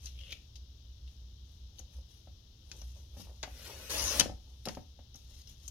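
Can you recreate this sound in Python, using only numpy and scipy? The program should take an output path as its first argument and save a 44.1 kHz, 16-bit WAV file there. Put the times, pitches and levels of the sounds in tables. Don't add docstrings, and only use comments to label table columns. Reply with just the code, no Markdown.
import sys
import numpy as np
from scipy import signal
from scipy.fft import rfft, irfft
from scipy.io import wavfile
from scipy.ndimage import uniform_filter1d

SR = 44100
rng = np.random.default_rng(int(sys.argv[2]) if len(sys.argv) > 2 else 0)


def dump(signal):
    limited = np.clip(np.atleast_2d(signal).T, -1, 1)
    pcm = np.round(limited * 32767).astype(np.int16)
    wavfile.write(sys.argv[1], SR, pcm)


N = 251370
TIME = np.arange(N) / SR
RING_TIME = TIME[:SR // 2]


# frequency in Hz, gain in dB.
RASP_COLOUR = [(500, -23.5), (1200, -3.5), (2000, -0.5), (2900, 0), (4600, 3.5), (6500, -7), (7500, -7.5),
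               (8500, -4.5), (10500, -0.5), (13000, -7), (15800, -10.5)]
# frequency in Hz, gain in dB.
BED_COLOUR = [(70, -16.5), (150, -7), (330, 6), (420, 4), (560, 9.5), (720, -1), (900, 4), (1300, -10),
              (2500, -36.5), (8000, -70)]
# frequency in Hz, width in Hz, gain in dB.
BLADE_RESONANCES = [(5220, 810, -2.5), (5990, 880, -1), (6450, 560, -7.5)]
# peak time in seconds, level in dB,
# rise and fall in seconds.
ZING_SWELL = [(4.1, -40.5, 0.42, 0.1)]
CUT_START_S, CUT_END_S = 3.893, 4.198
RASP_DB, RUMBLE_DB = -39, -43.5

def blade():
    fibres = rail_resonance(friction(rate=28000, size_db=1.5, catch_rate=350, catch_db=0.9))
    rasp = unit(colour(fibres, RASP_COLOUR)) * undb(RASP_DB)
    rumble = unit(colour(fibres, BED_COLOUR)) * undb(RUMBLE_DB)
    ringing = sum(undb(db) * band(band(fibres, hz, width), hz, width)
                  for hz, width, db in BLADE_RESONANCES)
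    zing = unit(ringing) * swells(ZING_SWELL)
    return (rasp + rumble + zing) * gate(CUT_START_S, CUT_END_S, edge_s=0.0065)


# time in seconds, relative level in dB.
SLIDE_LEVELS = [(3.47, -70), (3.498, -68.5), (3.672, -54.5), (3.734, -59), (3.885, -55)]
# frequency in Hz, gain in dB.
SLIDE_COLOUR = [(150, -12), (250, -5), (292, -18), (518, -0.5), (660, -11), (759, -15.5), (1110, -18.5),
                (1420, -9.5), (1600, -12.5), (2890, -9.5), (3150, -11.5), (6300, -15), (7760, -21.5),
                (12800, -15.5), (15800, -24.5)]

def carriage():
    slips = rail_resonance(friction(rate=26000, size_db=2.5, catch_rate=80, catch_db=-1.0))
    level_db = np.interp(TIME, *np.transpose(SLIDE_LEVELS)) + 5.0
    moving = gate(SLIDE_LEVELS[0][0] - 0.04, CUT_END_S, edge_s=0.031)
    return unit(colour(slips, SLIDE_COLOUR)) * undb(level_db) * moving


# frequency in Hz, width in Hz, gain in dB.
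RAIL_RESONANCES = [(551, 54, -24), (1068, 15.3, 4), (1477, 30, -3), (1725, 70, 3.5), (2900, 48, -2.5),
                   (2940, 140, -3), (4450, 23, 10), (5100, 57, -5), (5170, 16, -27), (5750, 420, 7),
                   (9240, 48, -3.5), (10800, 97, 9), (11050, 34, -3.5), (11700, 37, -16),
                   (12650, 120, -2.5), (14400, 71, -18)]

def rail_resonance(x, share=0.18):
    ringing = sum(undb(db) * band(x, hz, width) for hz, width, db in RAIL_RESONANCES)
    return unit(x) + share * unit(ringing)


# start in seconds,
# level in dB, gain above 9 kHz in dB, chatter's t60 in seconds.
CLICKS = [(2.7159, -40.5, -9, 0.041), (3.4298, -35.5, -8, 0.074), (4.1964, -21, 3, 0.0073),
          (4.1988, -16, 6.5, 0.02), (4.2079, -19.5, -2, 0.028), (4.655, -37, 7, 0.059),
          (4.6858, -35.5, -2, 0.036), (4.7498, -47.5, -6, 0.029)]
# frequency in Hz, gain in dB.
CLICK_COLOUR = [(200, -6.5), (600, -17), (1200, -14), (2000, -11.5), (3000, -6), (4400, -5), (5300, -2.5),
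                (6600, -5.5), (7500, -17.5), (11000, -18.5), (14000, -20.5), (16000, -47)]
# frequency in Hz, relative level in dB, t60 in seconds.
RAIL_MODES = [(863, -5.5, 0.11), (1775, -3.5, 0.068), (2080, -14.5, 0.17), (2616, -7.5, 0.13),
              (2990, -9.5, 0.15), (3370, -3.5, 0.085), (3870, -9.5, 0.13), (4160, -11, .09),
              (5110, -0.5, 0.064), (5400, -1, .08), (5383, -2, .09), (5900, -4.5, .07), (6100, 8, 0.03),
              (6460, -16.5, 0.08), (9450, -18.5, 0.098), (10650, -11.5, 0.11)]

def rail_clicks():
    out = np.zeros(N)
    for start, db, top_db, t60 in CLICKS:
        contact = unit(signal.unit_impulse(len(RING_TIME))) + 1.28 * unit(burst(t60))
        crack = colour(colour(contact, CLICK_COLOUR), [(6000, 0.0032), (9000, top_db)])
        ringing = undb(-14) * unit_peak(ring(RAIL_MODES, scatter_db=1))
        add(out, start, undb(db) * (unit_peak(crack) + ringing))
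    return out


# start in seconds, relative level in dB,
# then clack and thud in dB against the bed's ring.
KNOCKS = [(1.797, -52.5, -12.5, -12), (2.273, -53.5, -14, -3.5), (2.818, -55, -6.5, -5),
          (3.169, -48.5, -16, -2.5), (3.197, -51, -29, 5.5), (3.271, -49, -27, -25), (3.295, -54, -14, -21),
          (3.433, -41, 4.5, -20), (3.475, -44.5, -13, -27), (4.2026, -29.5, -12.5, -8.5),
          (4.661, -40, -16, -6), (4.6725, -28, -15, -7.5), (4.688, -41.5, -0.5, -7),
          (4.7712, -35.5, -18, -9), (4.990, -53, -11, -5), (5.148, -55, -9.5, -1.5)]
# frequency in Hz, relative level in dB, t60 in seconds.
BED_MODES = [(297, -9, 0.067), (387, -20, 0.045), (551, 1.5, 0.036), (590, -1, 0.014), (751, -2, 0.039),
             (863, -7.5, 0.029), (1300, -16, 0.056)]

def bed_knocks():
    flap_colour = [(100, -5.5), (300, 0.5), (560, -2), (900, -6), (1200, -25), (2500, -29.5), (9000, -69)]
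    clack_colour = [(200, -28), (700, 0.5), (1800, -1.5), (3000, -5), (7000, -35), (12000, -45.5)]
    thud_modes = [(199.4, -8.0, 0.094), (263, -6.0, 0.053)]
    out = np.zeros(N)
    for start, db, clack_db, thud_db in list(KNOCKS) + rocking():
        flap = colour(burst(0.045), flap_colour)
        ringing = colour(ring(BED_MODES, scatter_db=0.5), [(1000, -2.5), (4000, -20.5)])
        body = unit_peak(ringing) + 0.37 * unit_peak(flap)
        clack = unit_peak(colour(burst(0.063), clack_colour))
        thud = unit_peak(ring(thud_modes, scatter_db=3.5) * (1 - fade(0.021)))
        add(out, start, undb(db - 3) * (body + undb(clack_db) * clack + undb(thud_db) * thud))
    return out


def rocking(start_s=4.209, gap_s=0.049, shrink=0.75, loss_db=6, soften_db=13):
    first_db, clack_db, thud_db = -27, -3, -5.5
    landings = [start_s + gap_s * np.sum(shrink ** np.arange(k)) for k in range(4)]
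    return [(start, first_db - k * loss_db, clack_db - k * soften_db, thud_db)
            for k, start in enumerate(landings)]


# start in seconds, relative level in dB,
# pitch in Hz, t60 in seconds.
CARD_TICKS = [(0.0576, -40, 5900, 0.016), (0.066, -45, 3540, 0.13), (0.189, -44.5, 2960, 0.03),
              (0.209, -55, 2970, 0.031), (0.306, -43, 2830, 0.05), (0.3208, -36.5, 2920, 0.037),
              (0.3263, -32.5, 2660, 0.022), (0.5556, -49, 4500, 0.088), (1.076, -53.5, 3170, 0.052),
              (1.7851, -48, 4130, 0.04), (1.7912, -42.5, 6370, 0.029), (2.816, -46.5, 5440, 0.018),
              (5.1436, -47.5, 5450, 0.018), (5.1552, -47, 5940, 0.059), (5.4168, -51, 5140, 0.021),
              (5.473, -51.5, 4900, 0.07), (5.679, -38, 7200, 0.031)]
# frequency in Hz, gain in dB.
TICK_COLOUR = [(400, 3.5), (1200, -10), (2200, -8), (2900, -2.5), (4500, -8.5), (6500, -6), (7500, -23),
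               (12000, -10), (16000, -22)]

def card_ticks():
    out = np.zeros(N)
    for start, db, hz, t60 in CARD_TICKS:
        top_db = -5.5 + 6.5 * np.log2(hz / 3000)
        knee_hz = min(hz, 7000)
        tilt = [(0.34 * knee_hz, -8), (knee_hz, 0), (7500, 0), (9000, top_db)]
        crackle = colour(colour(burst(t60), TICK_COLOUR), tilt)
        pitched = unit(band(crackle, hz, width_hz=1100))
        add(out, start, undb(db - 4.5) * unit_peak(unit(crackle) + 2.06 * pitched))
    return out


# peak time in seconds, relative level in dB, rise and fall in seconds.
FINGER_RUBS = [(0.06, -62.5, 0.071, 0.063), (0.33, -73, 0.39, 0.16), (1.12, -78.5, 0.08, 0.1),
               (1.52, -78, 0.091, 0.13), (1.792, -69, 0.047, 0.043), (1.94, -71.5, 0.062, 0.12),
               (2.11, -72.5, 0.04, 0.2), (2.77, -68, 0.16, 0.33), (2.97, -78, 0.026, 0.15),
               (3.2, -60, 0.055, 0.084), (3.4, -74.5, 0.3, 0.12), (4.55, -78, 0.49, 0.53),
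               (4.7, -64, 0.053, 0.11), (5.16, -73.5, 0.03, 0.14), (5.395, -68.5, 0.22, 0.054),
               (5.495, -66, 0.053, 0.096), (5.66, -67.5, 0.09, 0.15)]
NAIL_SCRAPES = [(0.205, -56.5, 0.11, 0.19), (0.295, -54, 0.053, 0.06)]
# frequency in Hz, gain in dB.
RUB_COLOUR = [(300, -0.5), (600, -6), (1000, -9), (2200, -8), (3000, 0.5), (4500, -2), (6300, 3),
              (7500, -12), (9000, -8.5), (12000, -6), (14000, -8), (16000, -28.5)]
NAIL_COLOUR = [(400, -21), (560, -6.5), (750, -30.5), (2100, -18.5), (2850, -4.5), (3500, -9.5),
               (4200, -18), (6000, -24), (8000, -41)]

def fingers():
    brush = unit(colour(friction(rate=16000, size_db=0.5, catch_rate=150, catch_db=1.6), RUB_COLOUR))
    drag = unit(colour(friction(rate=1900, size_db=8.5, catch_rate=110, catch_db=3.5), NAIL_COLOUR))
    return brush * swells(FINGER_RUBS) * undb(4.5) + drag * swells(NAIL_SCRAPES)


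# peak time in seconds, relative level in dB,
# rise and fall in seconds.
PALM_SHIFTS = [(1.8, -73, 0.12, 0.11), (1.98, -65.5, 0.25, 0.08), (2.735, -62, 0.1, 0.16),
               (2.965, -65, 0.02, 0.15), (3.17, -54, 0.042, 0.078), (3.285, -58, 0.043, 0.12),
               (3.57, -59, 0.07, 0.027), (3.675, -47.5, 0.036, 0.115), (3.8, -55, 0.11, 0.15),
               (4.48, -64, 0.086, 0.11), (5.305, -66, 0.038, 0.052)]

def palm():
    scuff = unit(colour(friction(rate=1100, size_db=1, catch_rate=86, catch_db=3.0), BED_COLOUR))
    return scuff * swells(PALM_SHIFTS) * undb(-6.5)


# peak time in seconds, level in dB, rise and fall in seconds.
TABLE_SHUDDER = [(4.05, -44, 0.23, 0.3)]
# start in seconds, relative level in dB.
TABLE_BLOWS = [(3.192, -51), (4.203, -42.5), (4.289, -43.5), (4.672, -64)]
# frequency in Hz, relative level in dB, t60 in seconds.
TABLE_MODES = [(36.2, -4, 0.99), (81.5, -2, 0.52), (96, -1, 0.4), (163.5, -6, 0.33)]

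def table():
    out = boom(hz=61, width_hz=43) * swells(TABLE_SHUDDER)
    envelope = (1 - fade(0.03)) * (1 - RING_TIME / RING_TIME[-1])
    for start, db in TABLE_BLOWS:
        add(out, start, undb(db) * ring(TABLE_MODES, scatter_db=2.5) * envelope)
    return out


# frequency in Hz, left minus right in dB.
PORT_BALANCE = [(250, 2), (500, 1), (1200, 1.5), (2200, 2), (3200, 7.5), (4200, 4.5), (5500, 10),
                (7000, 11.5), (9000, 5), (12000, 3), (16000, 4)]
ROOM_T60_S = 0.25

def at_microphone(x, pan_db, near_db, near_t60, room_db):
    channels = []
    for lag_samples, side in ((4, 1), (0, -1)):
        near = colour(reflections(x, near_t60), [(200, -12.5), (900, -4.5), (2500, 3.0)])
        tail = unit(burst(ROOM_T60_S) * (1 - fade(0.038)))
        tail = colour(tail, [(150, 6), (500, 2), (5000, -2.0), (14000, -5)])
        far = convolve(x, tail) / np.sqrt(len(RING_TIME))
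        heard = np.roll(x, lag_samples) + undb(near_db) * near + undb(room_db) * far
        heard /= np.hypot(1, undb(near_db))
        shading = [(hz, side * (db + pan_db * min(hz / 4000, 1)) / 2) for hz, db in PORT_BALANCE]
        channels.append(colour(heard, shading))
    return np.array(channels)


def reflections(x, t60, change_rate=22, count=4):
    shares = np.array([walk(change_rate) for _ in range(count)])
    shares /= np.sqrt(np.sum(shares ** 2, axis=0))
    return sum(share * convolve(x, unit(burst(t60))) for share in shares) / np.sqrt(len(RING_TIME))


# time in seconds, level in dB.
DRONE_LEVELS = [(0, -47.5), (0.7, -54.5), (1.65, -50.5), (2.02, -45), (2.14, -62), (2.62, -65.5),
                (2.85, -46), (3.6, -53.5), (4.9, -53.5), (5.4, -50)]
# frequency in Hz, gain in dB.
ROOM_COLOUR = [(20, -22.5), (35, -8.5), (50, -13), (61, -3.5), (75, -5.5), (100, -11.5), (140, -21),
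               (250, -28.5), (450, -39.5), (800, -66), (2000, -60.5)]
HISS_LEFT = [(500, -7), (1400, -14), (2300, -16.5), (3000, 0), (3800, 4), (4500, -1.5), (5500, 1.5),
             (6500, -4.5), (7500, -22), (9000, -25), (12000, -17.5), (16000, -25)]
HISS_RIGHT = [(500, 13), (2000, -4), (3300, 2), (5500, -3.5), (8000, -16), (12000, -3.5), (16000, -22.5)]

def room_tone():
    rumble = undb(-56.5) * unit(colour(rng.standard_normal(N), ROOM_COLOUR))
    drone = boom(hz=61.24, width_hz=12.6) * undb(np.interp(TIME, *np.transpose(DRONE_LEVELS)))
    mains_phase = 2 * np.pi * 60 * TIME
    hum = undb(-59.5) * np.sin(mains_phase) + undb(-66.5) * np.sin(2 * mains_phase)
    left = undb(-61.5) * unit(colour(rng.standard_normal(N), HISS_LEFT))
    right = undb(-74.0) * unit(colour(rng.standard_normal(N), HISS_RIGHT))
    return rumble + drone + hum + np.array([left, right])


def friction(rate, size_db, catch_rate, catch_db):
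    slips = (rng.random(N) < rate / SR) * rng.choice([-1, 1], N)
    sizes = undb(size_db * rng.standard_normal(N))
    return slips * sizes * undb(catch_db * walk(catch_rate))


def swells(moves, drop_db=19, roundness=1.28):
    gain = np.zeros(N)
    for peak_s, db, rise_s, fall_s in moves:
        away = np.maximum((peak_s - TIME) / rise_s, (TIME - peak_s) / fall_s)
        gain += undb(db - drop_db * away ** roundness)
    return gain


def ring(modes, scatter_db):
    out = np.zeros(len(RING_TIME))
    for hz, db, t60 in modes:
        weight = undb(db + scatter_db * rng.standard_normal()) * rng.choice([-1, 1])
        out += weight * np.sin(2 * np.pi * hz * RING_TIME) * fade(t60)
    return out


def burst(t60):
    return rng.standard_normal(len(RING_TIME)) * fade(t60)


def boom(hz, width_hz):
    return unit(band(band(rng.standard_normal(N), hz, width_hz), hz, width_hz))


def walk(rate):
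    steps = rng.standard_normal(N // 20)
    return np.sqrt(1.5) * np.interp(TIME * rate, np.arange(len(steps)), steps)


def fade(t60):
    return np.exp(-np.log(1000) * RING_TIME / t60)


def gate(start, end, edge_s):
    return np.clip((TIME - start) / edge_s, 0, 1) * np.clip((end - TIME) / edge_s, 0, 1)


def colour(x, points, size=8192):
    hz, db = np.transpose(points)
    bins_hz = np.fft.rfftfreq(size, 1 / SR)
    gain = undb(np.interp(np.log(bins_hz + 1), np.log(hz), db))
    cepstrum = irfft(np.log(gain))[:size // 2]
    cepstrum[1:] *= 2
    return convolve(x, irfft(np.exp(rfft(cepstrum, size))))


def band(x, hz, width_hz):
    return signal.lfilter(*signal.iirpeak(hz, hz / width_hz, fs=SR), x)


def convolve(x, response):
    return signal.fftconvolve(x, response)[:len(x)]


def add(track, start_s, sound):
    start = int(start_s * SR)
    track[start:start + len(sound)] += sound[:N - start]


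def undb(db):
    return 10 ** (np.asarray(db) / 20)


def unit(x):
    return x / np.sqrt(np.mean(x ** 2))


def unit_peak(x, size=176):
    return x / np.sqrt(uniform_filter1d(x ** 2, size).max())


def scene():
    cut = at_microphone(carriage() + blade(), pan_db=1.0, near_db=0.5, near_t60=0.0513, room_db=-6.5)
    rail = at_microphone(rail_clicks(), pan_db=0.5, near_db=-5.5, near_t60=0.02, room_db=-9.5)
    bed = at_microphone(bed_knocks() + palm(), pan_db=3.5, near_db=-5.0, near_t60=0.02, room_db=-7)
    card = at_microphone(fingers() + card_ticks(), pan_db=2.0, near_db=-0.5, near_t60=0.024, room_db=-5.5)
    return cut + rail + bed + card + table() + room_tone()


def record(dry):
    low_pass = signal.ellip(10, 0.2, 70, 15900, fs=SR, output="sos")
    return signal.sosfilt(low_pass, np.clip(dry, -1, 1))


dry = scene()
out = record(dry)
dump(out)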